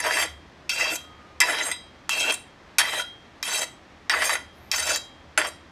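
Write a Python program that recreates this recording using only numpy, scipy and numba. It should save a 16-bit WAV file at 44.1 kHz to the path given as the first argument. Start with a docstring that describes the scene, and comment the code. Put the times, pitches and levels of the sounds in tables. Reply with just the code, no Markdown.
"""A heavy steel blade is whetted on a ring-shaped stone in a walled yard, nine strokes on alternating faces.
Strokes land with knocks, grains of grit drive damped modes of steel and stone, and the lifted blade rings out.
A decaying noise tail gives the walls' return. Behind lie town hush and a distant engine rumble, both of
filtered noise, then a faint far whine of one trembling tone, and a thin high squeal of two in a veil of hiss."""
import sys
import numpy as np
from scipy import signal
from scipy.fft import rfft, irfft
from scipy.io import wavfile
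from scipy.ndimage import uniform_filter1d
from numba import njit

SR = 44100
rng = np.random.default_rng(int(sys.argv[2]) if len(sys.argv) > 2 else 0)


def transcribe(signal):
    """Save signal, clipped to [-1, 1], as a 16-bit WAV file at the path in sys.argv[1]."""
    frames = np.atleast_2d(signal).T
    limited = np.clip(frames, -1, 1)
    pcm = np.round(limited * 32767).astype(np.int16)
    wavfile.write(sys.argv[1], SR, pcm)


N = 251811

# strokes on the stone, faces alternating: (lands [s], lifts [s], grumble relative to growl [dB],
# then four lead partials at mid-stroke, relative to the ring [dB])
STROKES = [(0.0, 0.26, -6.5, -9, -6, -18, -9), (0.693, 0.962, -5, -1.5, -4.5, -13, -8),
           (1.404, 1.726, -8, -14, -8.5, -6.5, -17), (2.093, 2.345, -3.5, 2, -1.5, -13, -15),
           (2.784, 3.021, -7.5, -10.5, -2.5, -7.5, -25), (3.427, 3.642, -7.5, -12.5, -1.5, -8, -9.5),
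           (4.097, 4.371, -8, -18, -12, -10.5, -7), (4.714, 4.975, -7.5, -13, -11.5, -8.5, -8.5),
           (5.379, 5.488, -1.5, -14, -6, -23, -6.5)]
# the edge springing off at each lift: (looseness of the hand [share of free t60],
# then pluck of each of the four lead partials, relative level [dB])
LIFT = [(0.59, -56, -36.5, -39, -35), (0.59, -36, -31.5, -32, -61), (0.7, -36, -35, -26, -40),
        (0.72, -49, -41, -35.5, -38.5), (0.5, -48, -26, -30, -42.5), (0.59, -50, -65, -36, -62),
        (0.82, -57.5, -39.5, -41.5, -44), (0.73, -44.5, -36, -29, -53), (0.79, -55, -48, -45, -34)]


def from_db(db):
    """Decibels to gain."""
    return np.exp(np.asarray(db) * (np.log(10) / 20))


def rms_one(x):
    """Scale to rms 1."""
    return x / np.sqrt(np.mean(x ** 2) + 1e-20)


def in_time(rows, outside=None):
    """Columns of a curve table, sample by sample."""
    s, *columns = np.transpose(rows)
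    t = np.arange(N) / SR
    return np.array([np.interp(t, s, c, outside, outside) for c in columns])


def drift(rate):
    """Smoothed random wander of rms 1, about rate changes a second."""
    step = 40     # samples between the points of the wander
    r = np.exp(-2 * np.pi * step * rate / SR)
    settle = 2000
    noise = rng.standard_normal(N // step + 2 + settle)
    slow = signal.lfilter([1], [1, -2 * r, r * r], noise)[settle:]
    return np.interp(np.arange(N) / step, np.arange(len(slow)), rms_one(slow))


def band(x, low_hz, high_hz):
    """Butterworth band-pass."""
    return signal.sosfilt(signal.butter(2, [low_hz, high_hz], "band", fs=SR, output="sos"), x)


def progress():
    """Which stroke is under way, seconds since it landed, share of it done, whether steel touches stone."""
    lands, lifts = np.transpose(STROKES)[:2]
    t = np.arange(N) / SR
    stroke = np.maximum(np.searchsorted(lands, t, "right") - 1, 0)
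    since = t - lands[stroke]
    done = since / (lifts - lands)[stroke]
    touching = (done >= 0) & (done < 1)
    return stroke, since, np.clip(done, 0, 1), touching


def stroke_force():
    """Hand pressure sets the level of four registers: grumble, growl, ring and hiss."""
    # along each stroke, one list apiece: (time [s], ring from hand pressure, relative level [dB],
    # stone growl relative to ring [dB], edge hiss relative to ring [dB])
    pressure = [
        [(0.0, -31, 7.5, 7), (0.02, -31.5, -2, -21), (0.064, -27, 8.5, -4), (0.09, -32.5, 2.5, -7),
         (0.138, -21.5, -4.5, -9), (0.234, -28.5, 3, 1.5), (0.26, -25, -3, -18)],
        [(0.7, -22.5, -15, -18.5), (0.75, -36, -4, 0), (0.774, -27.5, -4, -17), (0.786, -26.5, -2, -6.5),
         (0.894, -28.5, -4, -16), (0.926, -32, 5.5, 2), (0.965, -39, -2, 15.5)],
        [(1.42, -19, 1.5, -31), (1.446, -30.5, -1.5, -12), (1.498, -25.5, 5.5, -3.5), (1.548, -30, -1, -10.5),
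         (1.578, -29, 0, -13.5), (1.682, -34, 3, 3.5), (1.72, -42, 4.5, -7)],
        [(2.1, -30, -12, -7), (2.158, -31, 0, -6.5), (2.194, -27, -4, -4), (2.292, -32, 5, -10.5),
         (2.304, -20, -4, -17), (2.322, -47.5, 6, 5.5), (2.345, -24, -16, 2.5)],
        [(2.8, -12.5, -8, -8), (2.824, -32, -0.5, -16), (2.886, -28, -2, -9), (2.906, -36, 1, -3),
         (2.938, -29.5, 3.5, -8), (2.994, -32, -2, -0.5), (3.025, -21.5, -14, -13.5)],
        [(3.435, -29, -11, -5), (3.489, -26.5, -4.5, -7), (3.591, -26.5, -7, -2), (3.601, -37, 2, 2),
         (3.621, -25, 1, -2), (3.631, -26, 2.5, 2.5), (3.65, -35, 3, 10)],
        [(4.11, -26, 3.5, -15), (4.182, -39, 7, 2), (4.232, -30, 2.5, -9), (4.252, -24.5, -3.5, 0.5),
         (4.302, -26, -4, -5.5), (4.334, -30.5, 6.5, 2), (4.37, -40.5, 4, -11)],
        [(4.72, -24.5, -2, -5.5), (4.744, -22, -4.5, -14.5), (4.756, -30, -2, 1), (4.846, -29, -3.5, -5),
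         (4.906, -23.5, -2, -7.5), (4.972, -23, -11, -12), (4.975, -28, -17, 1)],
        [(5.385, -22, 9, -6.5), (5.411, -33.5, -1, -20), (5.463, -30, -2.5, -14), (5.475, -39, 0.5, 3),
         (5.485, -33.5, -5, 0)],
    ]
    hand_s = .008     # the hand cannot change its pressure faster
    grumble_late_db, grumble_build_s = np.array([12, 14.5]), np.array([.03, 0.066])     # per face
    stroke, since, done, touching = progress()
    face = stroke % 2
    ring_db, growl_db, hiss_db = uniform_filter1d(in_time(sum(pressure, [])), int(hand_s * SR), axis=1)
    # the heavy stone gets going slowly
    late_db = grumble_late_db[face] * np.exp(-np.abs(since) / grumble_build_s[face])
    grumble_db = growl_db + np.array(STROKES)[stroke, 2] - late_db + drift(60)
    force = touching * from_db(ring_db + np.array([grumble_db, growl_db, np.zeros(N), hiss_db]))
    still_down = np.roll(touching, -SR // 50)
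    return force * np.where(still_down, 1, .6)      # pressure eases just before the lift


def knocks(face):
    """Each landing, catch or lift-off tick is an impulse plus a brief noisy chatter of the edge."""
    # the knocks: (time [s], ring, relative level [dB], growl relative to ring [dB], hiss relative to ring [dB])
    hits = [(0.0397, -17, 7, -4.5), (0.109, -15, 9, -19), (0.224, -15.5, 10, -18), (0.6944, -2.5, -13, -13),
            (0.8099, -10.5, 2, -21), (0.8684, -27, -5, -19), (0.9398, -25, -19, 2),
            (0.9555, -15, -0.5, -23), (1.0463, -40.5, 5, -20), (1.4032, 4.5, -18, -8), (1.4159, -3, -4, -9),
            (1.7144, -10, -2.5, -4.5), (2.0931, -4, -6, -6), (2.2032, -6.5, -18, -17.5), (2.323, -20, 5, 9),
            (2.7839, 5.5, -7.5, -5.5), (2.8525, -14, 2, -18), (2.9975, -13.5, 0.5, -22),
            (3.4282, -4, -8.5, -11.5), (3.6261, -10.5, -13, -29), (4.0965, 1, -6, -18.5),
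            (4.2205, -12, -0.5, -3), (4.2946, -16.5, 17, -17), (4.3534, -17, 11.5, -5),
            (4.7154, 1.5, -24, -10), (4.8687, -27.5, 1, 10), (4.9593, -8.5, -6, 1),
            (5.3763, -11.5, 13.5, 1), (5.4153, -14.5, 9, -12), (5.4464, -19, -19, -8),
            (5.4698, -20.5, -9, 3.5)]
    # decay time of the chatter, one per face [s]
    chatter_s = [0.0088, .0042]
    chatter, impulse = np.zeros((4, N)), np.zeros((4, N))
    for s, ring_db, growl_db, hiss_db in hits:
        i = round(s * SR)
        after = np.arange(min(N - i, 4000)) / SR
        strength = from_db(ring_db + np.array([[growl_db], [0], [hiss_db]]))
        # register 0 stays still: too brief to move the heavy stone
        chatter[1:, i:i + len(after)] += strength * np.exp(-after / chatter_s[face[i]])
        impulse[1:, i] = strength[:, 0]
    return from_db(-15.5) * chatter * rng.standard_normal(N) + from_db(7.5) * impulse


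def grit(median_per_s, spread_db, smooth):
    """Grains of the stone catch the edge in clumps, over a smooth rub."""
    sizes = from_db(spread_db * np.minimum(rng.exponential(1, N), 5)) * rng.choice([-1, 1], N)
    born = rng.random(N) < median_per_s * from_db(4.0 * drift(40)) / SR
    return rms_one(rms_one(sizes * born) + smooth * rng.standard_normal(N))


def damping():
    """Share of the stone's damping still acting, and the looseness of the hand."""
    let_go_s = 0.0087     # damping by the stone fades after the lift
    stroke, since, done, touching = progress()
    lifted = since - np.diff(np.array(STROKES)[:, :2])[stroke, 0]
    held = np.exp(-np.clip(lifted, 0, 1) / let_go_s)
    return held, np.array(LIFT)[stroke, 0]


@njit
def resonate(force, radius, cos_w):
    """Two-pole mode whose damping changes from sample to sample."""
    out = np.zeros(len(force))
    for i in range(2, len(force)):
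        push = force[i] - force[i - 2]
        out[i] = push + 2 * radius[i] * cos_w * out[i - 1] - radius[i] ** 2 * out[i - 2]
    return out


def mode(drive, grip, hz, width_hz, t60, pluck=0):
    """Pressure damps a mode until the blade lifts, then only the hand does; peak gain 1 while pressed."""
    held, loose = grip
    pressed = np.exp(-np.pi * width_hz / SR)
    free = from_db(-60 / (t60 * loose * SR))
    radius = held * pressed + (1 - held) * free
    return resonate((drive * (1 - pressed ** 2) + pluck) / 2, radius, np.cos(2 * np.pi * hz / SR))


def lead_partials(force, grains, impact, grip):
    """The strongest partials grow or sink over each stroke and wander at random in level; the lift plucks them."""
    # lead partials of the steel: (width while pressed [Hz], free t60 [s], twin level [dB], growth over a stroke [dB])
    lead = [(37.2, 0.167, 0, -1.5), (28, 0.95, -23, 12), (40, 0.48, -13.5, 3.5), (62, 0.65, -26.5, 6.5)]
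    # their pitches [Hz]
    lead_hz = [2658, 3224, 3888, 4722]
    # pitch of the close neighbour of each [Hz]
    twin_hz = [2712, 3160, 3932, 4770]
    stroke, since, done, touching = progress()
    pressing = touching & np.roll(touching, -SR // 60)     # the rub stops driving them just before the lift
    lifts = (np.array(STROKES)[:, 1] * SR).astype(int) + 1
    out = np.zeros(N)
    for k, (width_hz, t60, twin_db, growth_db) in enumerate(lead):
        level_db = np.array(STROKES)[stroke, 3 + k] + growth_db * (done - .5) + 3.5 * drift(8.8)
        rub = from_db(level_db) * force * pressing * grains
        drive = (rub + from_db(-13.5) * impact) / np.sqrt(np.pi * width_hz / SR)
        pluck = np.zeros(N)
        pluck[lifts] = from_db(np.array(LIFT)[:, k + 1])
        pair = mode(drive, grip, lead_hz[k], width_hz, t60, pluck)
        # the pair beats
        pair += from_db(twin_db) * mode(drive, grip, twin_hz[k], width_hz, 0.84 * t60, pluck)
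        out += pair * from_db(1.42 * drift(22))      # the ringing flickers in level
    return out


def rasp(scrape, grains, low_hz, high_hz, level_db):
    """Grit heard directly between the modes, as a band of the scraping force."""
    def twice(x):
        return band(band(x, low_hz, high_hz), low_hz, high_hz)
    return from_db(level_db) / np.std(twice(grains)) * twice(scrape * from_db(3.27 * drift(23)))


def whetting():
    """Grit and impacts drive every mode of steel and stone and are also heard directly."""
    # modes of the stone: (pitch [Hz], first face, relative level [dB], second face, relative level [dB],
    # width while pressed [Hz], free t60 [s])
    stone = [(310.6, -16.5, -24, 56, 0.31), (642, -9, -16.5, 52, 0.37), (980.6, 1, -7, 14, 0.1),
             (1430, 4, -3, 69, .07), (1713, -2, -21, 46, 0.07), (2017, 5, -7.5, 113, 0.063)]
    # lesser partials of the steel: (first face, relative level [dB], second face, relative level [dB],
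    # width while pressed [Hz], free t60 [s])
    steel = [(-7, -3.5, 25, 0.097), (-6.5, -2.5, 5, 0.27), (-10.5, -7.5, 32, 0.23), (-15.5, -2.5, 29, .13),
             (-39, -26, 7.2, 0.37), (-7.5, -7.5, 30, 0.55), (-17.5, -9.5, 183, 0.15),
             (-12.5, -12, 17, 0.16), (-19.5, -11, 89, 0.05), (-17.5, -19.5, 160, 0.072),
             (-21.5, -24, 99, 0.14), (-23.5, -9.5, 38, 0.047), (-16, -15.5, 140, 0.22),
             (-22, -10, 43, 0.043), (-9.5, -15.5, 43, 0.2), (-20, -14.5, 110, 0.045), (-17, -25.5, 55, .12),
             (-14, -16, 60, 0.1172), (-25.5, -20, 54, 0.097), (-17.5, -21, 31, 0.1), (-24, -22, 80, .12),
             (-24, -33.5, 61, .11), (-29, -21.5, 68, 0.19), (-36.5, -29, 80, .1), (-44, -42, 77, .09),
             (-32, -35, 110, .09), (-32, -18.5, 65, .09)]
    # their pitches [Hz]
    steel_hz = [2460, 3160, 3520, 4480, 4770, 4935, 5350, 5580, 6170, 6330, 6580, 7030, 7470, 7960, 8230,
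                8870, 9210, 9980, 10330, 11200, 11380, 12480, 12720, 13770, 14000, 14400, 15250]
    # direct rasp in each register: (low edge [Hz], high edge [Hz], relative level [dB])
    rasp_bands = [(466, 764, 1.5), (847, 2637, -0.5), (2250, 7800, -13), (6150, 14000, -12)]
    # relative level of the stone modes and lesser partials in each register [dB]
    share_db = [-2, -1.54, -6.5, 2.72]
    face = progress()[0] % 2
    force, impact = stroke_force(), knocks(face)
    grip = damping()
    grains = grit(median_per_s=3500, spread_db=4.0, smooth=0.89)
    scrape = force * grains + impact
    modes = np.array(stone + [(hz, *row) for hz, row in zip(steel_hz, steel)])
    register = np.searchsorted([low for low, high, db in rasp_bands[1:]], modes[:, 0])
    out = np.zeros(N)
    for k, (low_hz, high_hz, rasp_db) in enumerate(rasp_bands):
        group = modes[register == k]
        power = np.pi / SR * group[:, 3] @ from_db(group[:, 1:3]) ** 2      # of all modes under unit noise, per face
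        drive = scrape[k] / np.sqrt(power[face]) * from_db(share_db[k])
        for m, (hz, first_db, second_db, width_hz, t60) in enumerate(group):
            # level wanders at random
            coupling_db = np.where(face, second_db, first_db) + 3.8 * drift(17.3)
            ringing = mode(drive * from_db(coupling_db), grip, hz, width_hz, t60)
            out += (-1) ** m * ringing * from_db(1.1 * drift(25))
        out += rasp(scrape[k], grains, low_hz, high_hz, rasp_db)
    out += lead_partials(force[2], grains, impact[2], grip)
    soft_bass = signal.butter(2, 280, "high", fs=SR)      # so small a body radiates little bass
    return from_db(-4) * signal.lfilter(*soft_bass, out)


def walls(x):
    """Diffuse, dulled return from the walls and tanks nearby, as a decaying noise tail."""
    t60_s, level_db, cut_hz = 0.27, -12.5, 10000
    t = np.arange(SR // 2) / SR
    tail = rng.standard_normal(len(t)) * from_db(-60 * t / t60_s) * (t > .004)
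    tail = signal.lfilter(*signal.butter(1, cut_hz, fs=SR), tail)
    return from_db(level_db) * signal.fftconvolve(x, tail / np.linalg.norm(tail))[:N]


def town_hush():
    """Smooth noise shaped by a spectrum, its level barely drifting."""
    # spectrum of the hush: (frequency [Hz], relative density [dB per Hz])
    spectrum = np.array([(15, -49.5), (28, -12), (69, -7), (207, -7.5), (318, -6.5), (475, -13), (543, -10),
                         (879, -12), (1210, -13), (1420, -15.5), (1860, -14), (3090, -22.5), (3350, -21.5),
                         (5880, -29.5), (15000, -56)])
    hz = np.maximum(np.fft.rfftfreq(N, 1 / SR), 1)
    shape_db = np.interp(np.log(hz), np.log(spectrum[:, 0]), spectrum[:, 1])
    hush = irfft(rfft(rng.standard_normal(N)) * from_db(shape_db), N)
    hush /= np.std(band(hush, 150, 6000))
    return from_db(-51 + 0.31 * drift(6)) * hush


def engine_rumble():
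    """A distant engine as a narrow low band of noise that swells and sinks."""
    # level of the rumble: (time [s], level [dB])
    swell = [(0.0, -49), (0.14, -57), (0.32, -51), (0.7, -59), (1.0, -58), (2.93, -66), (3.08, -60),
             (3.5, -73), (4.42, -55), (4.82, -53.5), (5.22, -56), (5.71, -61)]
    level_db, = in_time(swell)
    return from_db(level_db) * rms_one(band(rng.standard_normal(N), 67.4, 83.6))


def wavering(rows, waver, flutter_db, rate):
    """A thin sine tone whose pitch and level each tremble at random."""
    hz, level_db = in_time(rows)[0], in_time(rows, outside=-200)[1]
    phase = 2 * np.pi * np.cumsum(hz * (1 + waver * drift(rate))) / SR
    return np.sqrt(2) * from_db(level_db + flutter_db * drift(rate)) * np.sin(phase)


def far_whine():
    """A faint far whine, one trembling tone."""
    # path of the whine: (time [s], pitch [Hz], level [dB])
    path = [(.98, 1210, -66), (1.04, 1260, -56), (1.12, 1248, -57), (1.36, 1216, -58), (1.42, 1200, -75)]
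    return wavering(path, waver=0.012, flutter_db=3.0, rate=26.1)


def squeal():
    """Two thin trembling tones in a veil of high hiss."""
    # paths of the two tones, one list apiece: (time [s], pitch [Hz], level [dB])
    lines = [
        [(4.53, 10800, -80), (4.59, 10800, -73), (4.605, 11600, -71), (4.71, 11865, -69.5)],
        [(4.535, 11800, -90), (4.56, 13000, -78.5), (4.61, 14500, -78), (4.68, 15500, -77.5),
         (4.71, 15500, -78)],
    ]
    veil_db = in_time([(4.52, -100), (4.56, -75), (4.70, -74), (4.72, -100)], outside=-200)[0]
    hiss = from_db(veil_db) * rms_one(band(rng.standard_normal(N), 10500, 14500))
    lower = wavering(lines[0], waver=0.0155, flutter_db=4.0, rate=250)
    upper = wavering(lines[1], waver=.004, flutter_db=4.3, rate=120)
    return lower + upper + hiss


def scene():
    """Blade and its return from the walls over the sounds around the yard."""
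    blade = whetting()
    surroundings = town_hush() + engine_rumble() + far_whine() + squeal()
    return (blade + walls(blade) + surroundings)[None]


def record(dry):
    """Peaks are rounded; treble falls away steeply near 15.7 kHz, with next to nothing above 16.5 kHz."""
    rounded = 0.94 * np.tanh(dry / 0.94)
    soft = signal.sosfilt(signal.cheby2(8, 30, 15750, fs=SR, output="sos"), rounded)
    return signal.sosfilt(signal.cheby2(12, 70, 16500, fs=SR, output="sos"), soft)


dry = scene()
out = record(dry)
transcribe(out)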